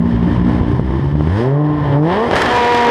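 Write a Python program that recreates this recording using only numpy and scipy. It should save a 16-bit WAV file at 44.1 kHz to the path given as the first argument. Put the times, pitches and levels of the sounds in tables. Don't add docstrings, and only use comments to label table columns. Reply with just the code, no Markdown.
import sys
import numpy as np
from scipy import signal
from scipy.fft import rfft, irfft, next_fast_len
from scipy.io import wavfile
from scipy.ndimage import uniform_filter1d

SR = 44100
rng = np.random.default_rng(int(sys.argv[2]) if len(sys.argv) > 2 else 0)


def dump(signal):
    limited = np.clip(np.atleast_2d(signal).T, -1, 1)
    pcm = np.round(limited * 32767).astype(np.int16)
    wavfile.write(sys.argv[1], SR, pcm)


N = 127890

# f/Hz, relative level per Hz/dB
ROAR_COLOUR = [(200, -4.5), (450, -0.5), (700, -3.5), (950, -0.5), (1120, -7), (1350, -17.5)]
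# f/Hz, relative level per Hz/dB
RUSH_COLOUR = [(650, -18), (1100, -2), (1360, -3), (1570, -3), (1860, -6), (2020, -3.5), (2600, -11.5),
               (3040, -6.5), (3800, -14), (5500, -33.5)]
# f/Hz, relative level per Hz/dB
TREBLE_COLOUR = [(2650, -25.5), (4500, -2), (5200, -5), (7590, -16.5), (8820, -11.5), (9680, -18.5),
                 (10600, -21), (13400, -30), (15500, -46)]


def amp(db):
    return 10 ** (np.asarray(db) / 20)


def rms_one(x):
    return x / np.sqrt(np.mean(x ** 2) + 1e-20)


def in_time(rows):
    s, *columns = np.transpose(rows)
    t = np.arange(N) / SR
    return [np.interp(t, s, column) for column in columns]


def drift(rate_hz):
    step = 40
    r = np.exp(-2 * np.pi * step * rate_hz / SR)
    noise = rng.standard_normal(N // step + 2002)
    slow = signal.lfilter([1], [1, -2 * r, r * r], noise)[2000:]
    return np.interp(np.arange(N) / step, np.arange(len(slow)), rms_one(slow))


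def colour(x, spectrum):
    # f/Hz, width/Hz, lift/dB
    pipe = [(391, 8.8, 11.5), (885, 11, 7), (1049, 11, 9), (1788, 256, 10.5), (3155, 230, 2.5),
            (5140, 450, 5)]
    f = np.maximum(np.fft.rfftfreq(N, 1 / SR), 1)
    hz, db = np.transpose(spectrum)
    octaves_outside = np.abs(np.log2(f / np.clip(f, hz[0], hz[-1])))
    shape_db = np.interp(np.log(f), np.log(hz), db) - 40 * octaves_outside
    for centre_hz, width_hz, lift_db in pipe:
        shape_db = shape_db + lift_db / (1 + (2 * (f - centre_hz) / width_hz) ** 2)
    cepstrum = irfft(np.log(amp(np.maximum(shape_db, -120))), N)
    cepstrum[1:N // 2] *= 2
    cepstrum[N // 2 + 1:] = 0
    return rms_one(irfft(rfft(x) * np.exp(rfft(cepstrum)), N))


def orders(turns, rate_hz, levels_db, roar_db):
    # t/s, unevenness (0-1), lean of the dip toward a sharp rise/rad
    firing = [(0, .14, .9), (.58, .17, .9), (.65, .33, 1.0), (.95, .25, 1.2), (1.28, .12, 1.3),
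              (1.38, .11, .6), (2.25, .08, .5), (2.29, 1., 1.5), (2.44, 1., 1.5), (2.47, .1, 1.5),
              (2.9, .07, 1.5)]
    # f/Hz, level/dB
    upper_orders = [(330, -10), (780, -22), (1030, -10), (1200, -26.5), (1900, -19.5), (2150, -37)]
    waver_db, waver_hz = .9, 14

    uneven, lean = in_time(firing)
    weak, late = (np.interp(turns + .5, np.arange(2000), u) for u in rng.random((2, 2000)))
    angle = 2 * np.pi * (turns - uneven ** 2 * late)
    hz, upper_db = np.transpose(upper_orders)
    upper = [roar_db + np.interp(np.log(k * rate_hz), np.log(hz), upper_db, right=-60)
             for k in range(6, 19)]
    tone = np.zeros(N)
    for k, db in enumerate([*levels_db, *upper], 1):
        level = np.sqrt(2) * amp(db + waver_db * drift(waver_hz))
        tone -= level * np.cos(k * angle + lean)
    return tone * (1 + uneven * (1 - 2 * weak))


def gas(turns, rate_hz, burble_db, roar_db, rush_db, treble_db):
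    # f/Hz, relative level per Hz/dB
    burble_colour = [(42, -34.5), (60, 9), (88, 6), (130, 3), (200, -6), (300, -4.5), (420, -13),
                     (600, -29)]
    puff_share, puff_sharpness = .26, 2.04
    flicker_db, flicker_hz = .6, 6.9

    cycle = np.floor(turns).astype(int)
    fired = np.diff(np.floor(turns), prepend=0) > 0
    size = np.sqrt(3) * rng.uniform(-1, 1, N)[cycle]
    kicks = fired * size * np.sqrt(SR / rate_hz)
    puff = np.exp(-puff_sharpness * (turns % 1)) * amp(3.7 * size)
    hiss = rng.standard_normal((3, N)) * (1 - puff_share + puff_share * rms_one(puff))
    flicker = amp(flicker_db * drift(flicker_hz))

    burble = amp(burble_db) * colour(kicks + .39 * hiss[0], burble_colour)
    roar = amp(roar_db) * colour(.11 * kicks + hiss[0], ROAR_COLOUR)
    rush = flicker * amp(rush_db) * colour(hiss[1], RUSH_COLOUR)
    treble = flicker * amp(treble_db) * colour(hiss[2], TREBLE_COLOUR)
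    return burble + roar + rush + treble


def pops():
    # t/s, jump level/dB, half length/ms, hiss level/dB
    pop_rows = [(0.6127, -4, 3, -33), (.680, -16, 2.6, -33), (0.7961, -2, 2.2, -36), (0.906, -9, 2.2, -40),
                (0.995, -9.5, 2.36, -33), (1.154, -9, 2.1, -34), (1.2085, -8, 1.5, -32),
                (1.273, -8, 1.5, -30), (2.3125, -2, 0.5, -24), (2.3325, -3, 0.7, -23),
                (2.336, -4, 0.55, -22), (2.3572, -2, 0.4, -17), (2.364, -3, .5, -11), (2.418, -2, 0.5, -7),
                (2.459, -4, 0.36, -9), (2.746, -8, 1, -11)]
    jump_steepness = 5.
    crack_t60_s, crack_treble_db = .036, -25

    jumps, hits = np.zeros(N), np.zeros(N)
    for s, db, half_ms, hiss_db in pop_rows:
        near = slice(max(int((s - .03) * SR), 0), int((s + .03) * SR))
        u = (np.arange(N)[near] / SR - s) * 1000 / half_ms
        jumps[near] += amp(db) * np.tanh(jump_steepness * u) * np.exp(.5 - u ** 2)
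        hits[int(s * SR)] = amp(hiss_db)
    fading = signal.lfilter([1], [1, -amp(-60 / (crack_t60_s * SR))], hits)
    burst = uniform_filter1d(fading, size=30)
    hiss = colour(rng.standard_normal(N), RUSH_COLOUR) + colour(rng.standard_normal(N), ROAR_COLOUR)
    hiss += amp(crack_treble_db) * colour(rng.standard_normal(N), TREBLE_COLOUR)
    return jumps + burst * hiss


def workshop(x):
    t60_s = .17
    delays_s = [.0253, .0291, .0337, .0379, .0421, .0473, .0529, .0587]
    size = next_fast_len(N + SR)
    f = np.fft.rfftfreq(size, 1 / SR)
    echoes = 0
    for k, delay_s in enumerate(delays_s):
        kept = amp(-60 * delay_s * (1 + f / 3000) / t60_s)
        one_pass = kept * np.exp(-2j * np.pi * f * delay_s)
        echoes = echoes + (-1) ** k * (1 / (1 - one_pass) - 1)
    return irfft(rfft(x, size) * echoes, size)[:N]


def scene():
    # t/s, f/Hz, then order 1, 2, 3, 4, 5 level/dB
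    engine = [(0, 58.27, -30, -22, -13.5, -16, -29), (.14, 58.53, -28, -51, -19, -14, -24),
              (.19, 58.89, -28, -18, -18.5, -16.5, -57), (.27, 58.62, -26, -37.5, -11, -19, -15.5),
              (.34, 59.66, -29, -17, -28, -19, -21), (.385, 59.43, -15, -13, -13.5, -38, -40),
              (.47, 59.9, -28, -35, -16, -13.5, -22), (.54, 59.58, -23, -18, -23.5, -21, -19.5),
              (.61, 59.43, -35, -31, -19.5, -21, -40.5), (.7, 59.75, -24.5, -12, -24.5, -22, -18.5),
              (.85, 63.26, -20, -29.5, -25, -42, -32.5), (.96, 66.58, -18, -18.5, -24, -37, -20.5),
              (1.04, 68.91, -28, -17, -36, -28.5, -28.5), (1.15, 73.05, -18, -16.5, -26.5, -27.5, -39),
              (1.2, 74.75, -19.5, -18, -36.5, -20.5, -28), (1.25, 75.82, -20, -15.5, -22.5, -32, -41),
              (1.32, 91.93, -12.5, -24, -29, -49, -34), (1.4, 114.3, -17.5, -18.5, -20, -20.5, -27),
              (1.46, 129.6, -16.5, -21.5, -16, -28, -27.5), (1.54, 142.5, -12, -24.5, -24.5, -24, -37),
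              (1.61, 149.2, -13, -17.5, -26, -30, -31), (1.77, 149.5, -20.5, -18, -33, -38.5, -42),
              (1.87, 142.5, -15.5, -29, -33, -31.5, -44), (1.95, 141.1, -11.5, -19, -25.5, -21, -28.5),
              (2.03, 152.7, -13, -16, -19.5, -27, -30), (2.11, 178.3, -20, -20.5, -23, -22.5, -23),
              (2.23, 234.3, -20.5, -17.5, -22, -26, -28), (2.3, 251.6, -24.5, -21.5, -44, -39, -51),
              (2.43, 247.7, -29, -35, -25, -14.5, -26), (2.48, 243.7, -21, -26.5, -24.5, -29, -27),
              (2.56, 241.9, -29, -12, -12.5, -10, -40), (2.9, 237.6, -16, -13, -14, -10.5, -27)]
    # t/s, burble level/dB, roar level/dB, rush level/dB, treble level/dB
    gas_levels = [(0.0, -19, -39, -40, -58), (0.02, -22, -29, -42, -60), (0.11, -18, -29.5, -35, -52.5),
                  (0.16, -10.5, -29, -35, -55), (0.18, -18, -30, -38, -57.5),
                  (0.35, -15, -26.5, -33.5, -52), (0.43, -13, -31.5, -37.5, -58),
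                  (0.49, -15, -25, -32, -50.5), (0.62, -19, -27.5, -37.5, -56.5),
                  (0.65, -23, -29.5, -38, -59), (0.69, -19, -31.5, -36.5, -53),
                  (0.78, -12.5, -28.5, -38, -54), (0.84, -22.5, -37, -40.5, -59),
                  (0.91, -20.5, -28.5, -36, -55), (1.16, -21.5, -34, -42, -58),
                  (1.35, -26.5, -27, -33, -49.5), (1.39, -26.5, -23.5, -31, -45.5),
                  (1.57, -39, -26, -45, -63), (1.77, -21, -26.5, -38, -59.5),
                  (1.94, -18.5, -21, -32, -54.5), (2.01, -35, -28.5, -47.5, -61),
                  (2.12, -28.5, -18, -24.5, -48.5), (2.3, -26, -22, -30.5, -45.5),
                  (2.352, -17, -16, -21, -39), (2.365, -29, -15, -18, -33), (2.53, -21, -15, -18.5, -39.5),
                  (2.84, -32, -18.5, -20, -39), (2.9, -20, -10, -17.5, -42)]
    first_turn = .7
    wobble, wobble_hz = .002, 26.
    shop_db = -9.5

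    rate_hz, *levels_db = in_time(engine)
    layers_db = in_time(gas_levels)
    turns = first_turn + np.cumsum(rate_hz * (1 + wobble * drift(wobble_hz))) / SR
    bangs = pops()
    note = orders(turns, rate_hz, levels_db, layers_db[1])
    exhaust = note + gas(turns, rate_hz, *layers_db) + bangs
    return (exhaust + amp(shop_db) * workshop(bangs))[None]


def record(dry):
    # t/s, ceiling (amplitude), off-centre bias (amplitude)
    overload = [(0, 0.61, -0.036), (2.34, 0.67, 0.017), (2.37, 0.37, -0.092), (2.6, 0.35, 0.15),
                (2.9, .42, 0.099)]
    knee = 4.
    bass_cut_hz, top_cut_hz = 52, 15700

    ceiling, bias = in_time(overload)
    pushed = dry + bias
    flattened = pushed / (1 + np.abs(pushed / ceiling) ** knee) ** (1 / knee) - bias
    tilted = signal.lfilter(*signal.butter(1, bass_cut_hz, "high", fs=SR), flattened)
    return signal.sosfilt(signal.cheby2(8, 40, top_cut_hz, fs=SR, output="sos"), tilted)


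dry = scene()
out = record(dry)
dump(out)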